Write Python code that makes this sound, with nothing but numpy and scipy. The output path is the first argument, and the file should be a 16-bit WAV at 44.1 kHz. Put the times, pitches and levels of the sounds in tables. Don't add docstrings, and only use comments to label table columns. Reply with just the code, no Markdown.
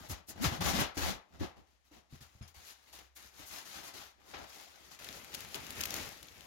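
import sys
import numpy as np
from scipy import signal
from scipy.fft import rfft, irfft, next_fast_len
from scipy.io import wavfile
from scipy.ndimage import uniform_filter1d

SR = 44100
rng = np.random.default_rng(int(sys.argv[2]) if len(sys.argv) > 2 else 0)


def store_wav(level_fs):
    pcm = np.round(np.clip(np.atleast_2d(level_fs), -1, 1) * 32767)
    wavfile.write(sys.argv[1], SR, pcm.T.astype(np.int16))


N = 284909
T = np.arange(N) / SR
CLOSE_S = 4.989

# freq_hz, gain_db
AIR_SPECTRUM = [(20, -6), (80, 2), (200, -23), (700, -7.5), (2000, -11), (7000, -20.5), (16000, -28)]
CRACK_SPECTRUM = [(150, 4), (500, 9), (1100, 12.5), (3500, 4), (6500, -11), (16000, -41)]
RIP_SPECTRUM = [(200, -5), (1000, -6), (5000, 1.5), (16000, 8.5)]
RASP_SPECTRUM = [(500, -21.5), (1400, 5), (2600, 7), (8000, -26)]
GLUE_SPECTRUM = [(400, -6), (1800, 2.5), (3500, 1), (7000, -2.5), (11000, 2.5), (16000, -0.5)]
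SNAP_SPECTRUM = [(400, -5.5), (1800, -5.5), (7000, -1.5), (11000, -1.5), (16000, 3.5)]
FAR_FLUTTER_SPECTRUM = [(20, -23), (45, -13.5), (80, 4), (120, -11), (170, 0), (280, -6), (420, -23),
                        (900, -51)]
CLOSE_FLUTTER_SPECTRUM = [(20, -26), (60, -1.5), (110, 3.5), (180, 3.5), (350, -3.5), (600, -2),
                          (1200, -31)]
BODY_SPECTRUM = [(150, -38.5), (300, 4.5), (460, 0.5), (800, 6), (1150, -3), (1800, -4), (3000, -13),
                 (7000, -31)]
CRINKLE_SPECTRUM = [(300, -21.5), (1200, 4.5), (2400, 2.5), (4200, 1), (7000, -5), (11000, -11.5),
                    (16000, -5)]
# freq_hz, left_db, right_db
PORT_RESPONSE = [(24.5, -12, 1), (53.3, 8, 8), (121, -0.5, -4), (363, 2, 0.5), (1210, 2, -4), (3800, 5, -2),
                 (5730, 7, 0), (6880, 9.5, -2), (8050, 0.5, -7.5), (8300, -2.5, -0.5), (10860, 1, 1.5),
                 (12000, 3.5, 2.5), (13800, -1, -5), (15800, -4, -11)]
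# freq_hz, t60_s
ROOM_DECAY = [(80, 0.13), (250, 0.1), (700, 0.39), (1500, 0.36), (3500, 0.26), (7000, 0.12), (14000, 0.031)]
# start_s, hold_s, level_db
HUMS = [(1.458, 1.32, -83.5), (2.88, 0.4, -75.5), (3.608, 3.5, -83)]
# start_s, thump_db, pitch_hz, scuff_db
FOOTSTEPS = [(1.911, -59, 300, -81), (2.126, -46, 134, -72), (2.21, -52.5, 127, -71),
             (2.351, -56.5, 109, -74), (2.41, -42, 117.4, -54), (2.565, -59.5, 79, -74)]
# freq_hz, gain_db
LADDER_MODES = [(2256, -49), (3295, -51), (5184, -46), (6595, -54), (9846, -53)]
# peak_s, level_db, half_length_s
TAB_RIPS = [(0.11, -41, 0.012), (0.3, -43, 0.013), (0.806, -35, 0.0075), (3.168, -51, 0.0078),
            (3.48, -49, 0.015), (3.545, -54, 0.014)]
# start_s, crack_gain_db, ring_gain_db, decay_ms
# 4.9903 s is an abrupt click as the sound cuts to the close position; the others are tape letting go
SHARP_SNAPS = [(2.478, -50, -52, 17), (2.989, -45.5, -36.5, 5.6), (4.9903, -47, -42, 6),
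               (5.047, -43, -28, 3.3), (5.088, -37, -26, 2.5), (5.3408, -35, -31, 3.4),
               (5.347, -27.5, -34, 4.9), (5.4058, -32, -50, 2.5), (5.5447, -28.5, -17.5, 1.8),
               (5.551, -34, -36, 6.5), (5.5575, -32, -28, 2), (5.667, -35, -31, 1.6),
               (5.706, -27, -40, 1.7), (5.8075, -21.5, -24, 1.7), (5.812, -21.5, -26, 1.9),
               (5.8362, -24.5, -21, 3.3), (5.8552, -23.5, -32, 3), (5.9064, -23.5, -45, 1.3),
               (5.9413, -21.5, -35, 1.9), (5.9645, -30, -35, 2.6), (5.9836, -34, -41, 2.3),
               (6.09, -35.5, -50, 1.8), (6.2289, -35.5, -41, 2.2), (6.285, -50, -30, 1.6),
               (6.408, -42, -35, 1.8)]
# peak_s, half_length_s, from_hz, to_hz, level_db, right_lag_ms
SHEET_FLAPS = [(0.119, 0.014, 114.6, 69.6, -38, -2), (0.424, 0.016, 205.3, 284, -32.5, 2.5),
               (0.468, 0.014, 185, 88, -28.5, 0.1), (0.607, 0.013, 142.2, 195, -34.5, 0.5),
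               (0.672, 0.018, 136, 195, -30.5, 3.5), (0.749, 0.008, 167, 228, -33, 0.5),
               (0.792, 0.0141, 188.4, 217, -35, 0.5), (1.036, 0.02, 76, 72, -35.5, 5),
               (1.095, 0.018, 156, 215, -33, 2.5), (1.418, 0.012, 103.6, 69.5, -34, 5.5)]
# start_s, thump_db, pitch_hz, crack_db
SHEET_BUCKLES = [(0.103, -36.5, 147, -45.5), (0.439, -51, 226, -27), (0.521, -30.5, 142, -41),
                 (0.61, -41, 182, -33), (0.812, -24, 149, -32.5), (0.971, -37.5, 294, -46),
                 (1.409, -31, 319, -47), (1.427, -40.5, 217, -44), (1.44, -36, 352, -65),
                 (3.395, -50, 295, -70), (4.336, -70, 320, -39.5), (5.547, -41.5, 401, -40)]
# freq_hz, width_hz, gain_db
SHEET_MODES = [(186, 24, 0.5), (760, 390, -8.5), (1102, 94, 1)]
# crinkle_db, body_db, flutter_db
HELD_FLOOR_DB = [-100, -89, -89]
# start_s, rise_s, hold_s, crinkle_db, body_rel_db
SHEET_TUGS = [(0.0, 0.00082, 0.06, -58, -0.5), (0.095, 0.0023, 0.042, -50.5, 1.5),
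              (0.283, 0.003, 0.025, -60.5, 5), (0.34, 0.083, 0.034, -53, 8.5),
              (0.405, 0.033, 0.015, -35, -7.5), (0.49, 0.03, 0.033, -46.5, 2),
              (0.604, 0.0053, 0.014, -37.5, -2), (0.63, 0.033, 0.04, -34.5, -2.5),
              (0.725, 0.017, 0.02, -38, -1), (0.775, 0.019, 0.018, -35.5, 0),
              (0.939, 0.017, 0.017, -57.5, -4), (0.968, 0.0037, 0.025, -41, -2.5),
              (1.0, 0.024, 0.065, -38.5, -1), (1.275, 0.071, 0.028, -68, 6), (1.385, 0.02, 0.04, -53, 3.5),
              (1.555, 0.015, 0.029, -70, 6.5), (1.66, 0.013, 0.073, -78.5, -1.5),
              (1.835, 0.017, 0.025, -74, -7.5), (1.905, 0.029, 0.046, -64.5, 1),
              (2.09, 0.059, 0.0077, -61, -3.5)]
# start_s, rise_s, hold_s, crinkle_db, body_rel_db
HANDFULS = [(2.203, 0.0068, 0.019, -57.5, -5.5), (2.27, 0.019, 0.23, -72, -3),
            (2.54, 0.0067, 0.075, -60, -5.5), (2.61, 0.079, 0.014, -54.5, -10.5),
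            (2.76, 0.036, 0.25, -67.5, -3.5), (2.92, 0.017, 0.006, -53, -6.5),
            (2.986, 0.002, 0.0067, -58.5, -3), (3.156, 0.0099, 0.095, -58, -7.5),
            (3.3, 0.11, 0.033, -55, -4.5), (3.46, 0.087, 0.039, -48.5, -6.5),
            (3.645, 0.012, 0.088, -52.5, -7), (3.735, 0.0078, 0.061, -52.5, -3),
            (3.825, 0.016, 0.042, -50, -5), (3.935, 0.0033, 0.073, -53, -5),
            (4.02, 0.017, 0.036, -58.5, -4), (4.15, 0.061, 0.021, -70.5, 5.5),
            (4.225, 0.075, 0.027, -58, -3), (4.328, 0.011, 0.03, -63.5, 10),
            (4.37, 0.017, 0.055, -58.5, 4.5), (4.45, 0.054, 0.13, -55.5, -5),
            (4.65, 0.026, 0.21, -61.5, -3), (4.905, 0.011, 0.027, -55.5, -4.5)]
# time_s, crinkle_rel_db
PEEL_CONTOUR = [(4.99, -56.5), (5.18, -56), (5.27, -63), (5.37, -54), (5.52, -59), (5.56, -54.5),
                (5.68, -55.5), (5.76, -52), (5.82, -47), (5.885, -52.5), (5.97, -45.5), (6.2, -63.5),
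                (6.3, -64.5), (6.46, -62.5)]


def undb(db):
    return 10 ** (np.asarray(db) / 20)


def unit(x):
    return x / np.sqrt(np.mean(x ** 2))


def on_log_axis(hz, points):
    freq_hz, value = np.transpose(points)
    return np.interp(np.log(hz + 1e-3), np.log(freq_hz), value)


def colour(x, spectrum, size=4096):
    gain = undb(on_log_axis(np.arange(size // 2 + 1) * SR / size, spectrum))
    cepstrum = irfft(np.log(gain))
    cepstrum[1:size // 2] *= 2
    cepstrum[size // 2 + 1:] = 0
    response = irfft(np.exp(rfft(cepstrum)))
    return signal.fftconvolve(np.atleast_2d(x), response[None], axes=1)[:, :N]


def noise(spectrum):
    return unit(colour(rng.standard_normal((2, N)), spectrum))


def add(track, start_s, sound):
    start = max(int(start_s * SR), 0)
    track[start:start + len(sound)] += sound[:N - start]


def stroke(start_s, rise_s, hold_s, fall_db_per_s):
    age_s = np.arange(int((rise_s + hold_s + .5) * SR)) / SR
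    fall = undb(-fall_db_per_s * np.maximum(age_s - rise_s - hold_s, 0))
    out = np.zeros(N)
    add(out, start_s, np.minimum(age_s / rise_s, 1) * fall)
    return out


def thump(gain_db, pitch_hz, decay_s=0.0075, overtone_ratio=1.71, overtone_db=-9):
    t = np.arange(SR // 5) / SR
    phase = 2 * np.pi * pitch_hz * t
    wave = np.sin(phase) + undb(overtone_db) * np.sin(overtone_ratio * phase)
    return 2 * undb(gain_db) * wave * (1 - np.exp(-t / 0.0028)) * np.exp(-t / decay_s)


def crackle(per_s, spread_db, ring_ms, coherence=0):
    sizes = undb(spread_db * np.minimum(rng.exponential(size=N), 4.5))
    impulses = (rng.random(N) < per_s / SR) * sizes ** 2 / per_s
    energy = signal.lfilter([1], [1, -np.exp(-2000 / (ring_ms * SR))], impulses)
    common = np.sqrt(coherence) * rng.standard_normal(N)
    separate = np.sqrt(1 - coherence) * rng.standard_normal((2, N))
    return (common + separate) * np.sqrt(energy)


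def background(hum_hz=66, rise_s=0.034, fall_db_per_s=315, air_db=-78.5):
    swell = sum(undb(db) * stroke(start_s, rise_s, hold_s, fall_db_per_s) for start_s, hold_s, db in HUMS)
    hum = np.sqrt(2) * swell * np.sin(2 * np.pi * hum_hz * T)
    return hum + undb(air_db) * noise(AIR_SPECTRUM)


def walls(x, wet_db):
    size = next_fast_len(N)
    hz = np.arange(size // 2 + 1) * SR / size
    source, echo = rfft(x[0], size), 0
    diffuse = rfft(rng.standard_normal((2, size))) * uniform_filter1d(np.abs(source), size=601)
    bands_hz, t60s_s = np.transpose(ROOM_DECAY)
    for t60_s, selector in zip(t60s_s, np.eye(len(bands_hz))):
        band = on_log_axis(hz, list(zip(bands_hz, selector)))
        retained = np.exp(-np.log(1e6) / (t60_s * SR))
        power = irfft(source * band, size)[:N] ** 2
        stored = signal.lfilter([1 - retained], [1, -retained], power)
        echo = echo + np.sqrt(stored) * unit(irfft(diffuse * band, size)[:, :N])
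    return (x + undb(wet_db) * echo) / np.sqrt(1 + undb(2 * wet_db))


def footfalls(boom_rel_db=-14, boom_hz=82):
    out = np.zeros(N)
    for start_s, thump_db, pitch_hz, _ in FOOTSTEPS:
        add(out, start_s, thump(thump_db, pitch_hz, decay_s=0.015))
        add(out, start_s, thump(thump_db + boom_rel_db, boom_hz, decay_s=0.045))
    return out


def scuffs(rise_s=0.006, decay_s=0.034):
    t = np.arange(SR // 3) / SR
    swell = np.zeros(N)
    for start_s, _, _, scuff_db in FOOTSTEPS:
        add(swell, start_s, undb(scuff_db) * (1 - np.exp(-t / rise_s)) * np.exp(-t / decay_s))
    return swell * noise(CRACK_SPECTRUM)


def hinge(q=25):
    rattle = rng.standard_normal((2, N)) * stroke(start_s=2.417, rise_s=0.01, hold_s=0, fall_db_per_s=300)
    return sum(undb(db) * signal.lfilter(*signal.iirpeak(hz, q, fs=SR), rattle)
               for hz, db in LADDER_MODES)


def rips():
    swell = sum(undb(db) * np.exp(-.5 * ((T - peak_s) / half_s) ** 2) for peak_s, db, half_s in TAB_RIPS)
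    return swell * unit(colour(crackle(per_s=3400, spread_db=0.5, ring_ms=0.65), RIP_SPECTRUM))


def glue_ticks(crinkle_db, rel_db=-9):
    threads = crackle(per_s=110, spread_db=6.0, ring_ms=0.29, coherence=0.24)
    return (T > CLOSE_S) * undb(crinkle_db + rel_db) * unit(colour(threads, GLUE_SPECTRUM))


def glue_rasp(crinkle_db, rel_db=-4.5):
    slips = crackle(per_s=600, spread_db=-0.5, ring_ms=0.54, coherence=0.086)
    return (T > CLOSE_S) * undb(crinkle_db + rel_db) * unit(colour(slips, RASP_SPECTRUM))


def snaps(ring_hz=3000, ring_q=0.82, left_db=-3.5, right_db=-6.0):
    t = np.arange(SR // 20) / SR
    out = np.zeros((2, N))
    band = signal.iirpeak(ring_hz, ring_q, fs=SR)
    for start_s, crack_db, ring_db, decay_ms in SHARP_SNAPS:
        for port, port_db in zip(out, (left_db, right_db)):
            burst = undb(port_db) * rng.standard_normal(len(t)) * np.exp(-1000 * t / decay_ms)
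            ring = signal.lfilter(*band, signal.lfilter(*band, burst))
            add(port, start_s, undb(crack_db) * burst + undb(ring_db) * ring)
    return colour(out, SNAP_SPECTRUM)


def flaps(waver=0.032):
    out = np.zeros((2, N))
    for peak_s, half_s, from_hz, to_hz, level_db, right_lag_ms in SHEET_FLAPS:
        sigmas = np.linspace(-3, 3, int(6 * half_s * SR))
        jitter = np.interp(sigmas, np.arange(-3, 4), rng.standard_normal(7))
        pitch_hz = np.interp(sigmas, [-1, 1], [from_hz, to_hz]) * (1 + waver * jitter)
        phase = 2 * np.pi * (np.cumsum(pitch_hz) / SR + rng.random())
        whoop = undb(level_db) * np.exp(-.5 * sigmas ** 2) * np.sin(phase)
        start_s = peak_s - len(sigmas) / SR / 2
        add(out[0], start_s, whoop)
        add(out[1], start_s + right_lag_ms / 1000, whoop)
    return out


def buckles(rise_s=0.0033, decay_s=0.023, right_lead_ms=0.77):
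    t = np.arange(SR // 5) / SR
    thumps, cracks = np.zeros(N), np.zeros(N)
    for start_s, thump_db, pitch_hz, crack_db in SHEET_BUCKLES:
        add(thumps, start_s, thump(thump_db, pitch_hz))
        add(cracks, start_s, undb(crack_db) * (1 - np.exp(-t / rise_s)) * np.exp(-t / decay_s))
    right_thumps = np.interp(T + right_lead_ms / 1000, T, thumps)
    return np.array([thumps, right_thumps]) + cracks * noise(CRACK_SPECTRUM)


def flutter(level_db):
    far = colour(crackle(per_s=350, spread_db=1.2, ring_ms=6, coherence=.2), FAR_FLUTTER_SPECTRUM)
    close = colour(crackle(per_s=900, spread_db=.6, ring_ms=5, coherence=.85), CLOSE_FLUTTER_SPECTRUM)
    return undb(level_db) * np.where(T > CLOSE_S, unit(close), unit(far))


def hollow_ring(crinkle_db, body_db, rel_db=-0.5, taut_db=-34):
    bends = crackle(per_s=3000, spread_db=-2.0, ring_ms=0.43)
    ring = sum(undb(db) * signal.lfilter(*signal.iirpeak(hz, hz / width_hz, fs=SR), bends)
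               for hz, width_hz, db in SHEET_MODES)
    slack_db = 1.7 * np.minimum(crinkle_db - taut_db, 0)
    return unit(ring) * undb(body_db + rel_db + slack_db)


def folds(x, patch_db=2.5, pull_db=1.27):
    bins = signal.stft(x, nperseg=512)[2]
    patches = uniform_filter1d(rng.standard_normal(bins.shape[1:]), size=2, axis=0)
    patches = unit(uniform_filter1d(patches, size=9, axis=1))
    pull = unit(uniform_filter1d(rng.standard_normal(bins.shape[2]), size=5))
    gain = unit(undb(patch_db * patches + pull_db * pull))
    return signal.istft(bins * gain, nperseg=512)[1][:, :N]


def movement_power(moves, fall_db_per_s, flutter_rel_db, sway_fall_db_per_s=263):
    power = np.zeros((3, N))
    for start_s, rise_s, hold_s, crinkle_db, body_rel_db in moves:
        grip = undb(crinkle_db) * stroke(start_s, rise_s, hold_s, fall_db_per_s)
        sway = undb(crinkle_db) * stroke(start_s, rise_s, hold_s, sway_fall_db_per_s)
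        power += np.array([grip, grip * undb(body_rel_db), sway * undb(body_rel_db + flutter_rel_db)]) ** 2
    return power


def handling(peel_gain_db=1.5, peel_body_rel_db=-5.5, peel_flutter_rel_db=-3.0):
    held = undb(HELD_FLOOR_DB)[:, None] ** 2
    tugged = movement_power(SHEET_TUGS, fall_db_per_s=309, flutter_rel_db=0)
    gathered = movement_power(HANDFULS, fall_db_per_s=268, flutter_rel_db=-8)
    peel_db = np.interp(T, *np.transpose(PEEL_CONTOUR)) + peel_gain_db
    close_db = peel_db + np.array([[0], [peel_body_rel_db], [peel_flutter_rel_db]])
    return np.where(T > CLOSE_S, close_db, 10 * np.log10(held + tugged + gathered))


def paper(crinkle_db, body_rel_db, fizz_gain_db=-8):
    per_s = 3000 * undb(0.23 * (crinkle_db + 46.5))
    crinkle = unit(colour(crackle(per_s, spread_db=-1.0, ring_ms=1.0), CRINKLE_SPECTRUM))
    body = unit(colour(crackle(per_s, spread_db=2.0, ring_ms=0.53), BODY_SPECTRUM))
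    fizz = unit(colour(crackle(per_s, spread_db=1.5, ring_ms=.5), GLUE_SPECTRUM))
    mix = crinkle + body * undb(body_rel_db + 0.03) + fizz * undb(fizz_gain_db - body_rel_db)
    return mix * undb(crinkle_db)


def scene():
    crinkle_db, body_db, flutter_db = handling()
    creases = paper(crinkle_db, body_db - crinkle_db)
    sheet = folds(creases + hollow_ring(crinkle_db, body_db) + flutter(flutter_db))
    direct = flaps() + footfalls() + hinge() + snaps() + glue_ticks(crinkle_db) + glue_rasp(crinkle_db)
    return walls(sheet + buckles() + scuffs() + rips(), wet_db=-2.0) + direct + background()


def record(dry, cutoff_hz=16000):
    ports = np.array(PORT_RESPONSE)
    heard = np.vstack([colour(dry[c], ports[:, [0, c + 1]]) for c in range(2)])
    return signal.sosfilt(signal.ellip(10, .2, 70, cutoff_hz, fs=SR, output="sos"), heard)


dry = scene()
out = record(dry)
store_wav(out)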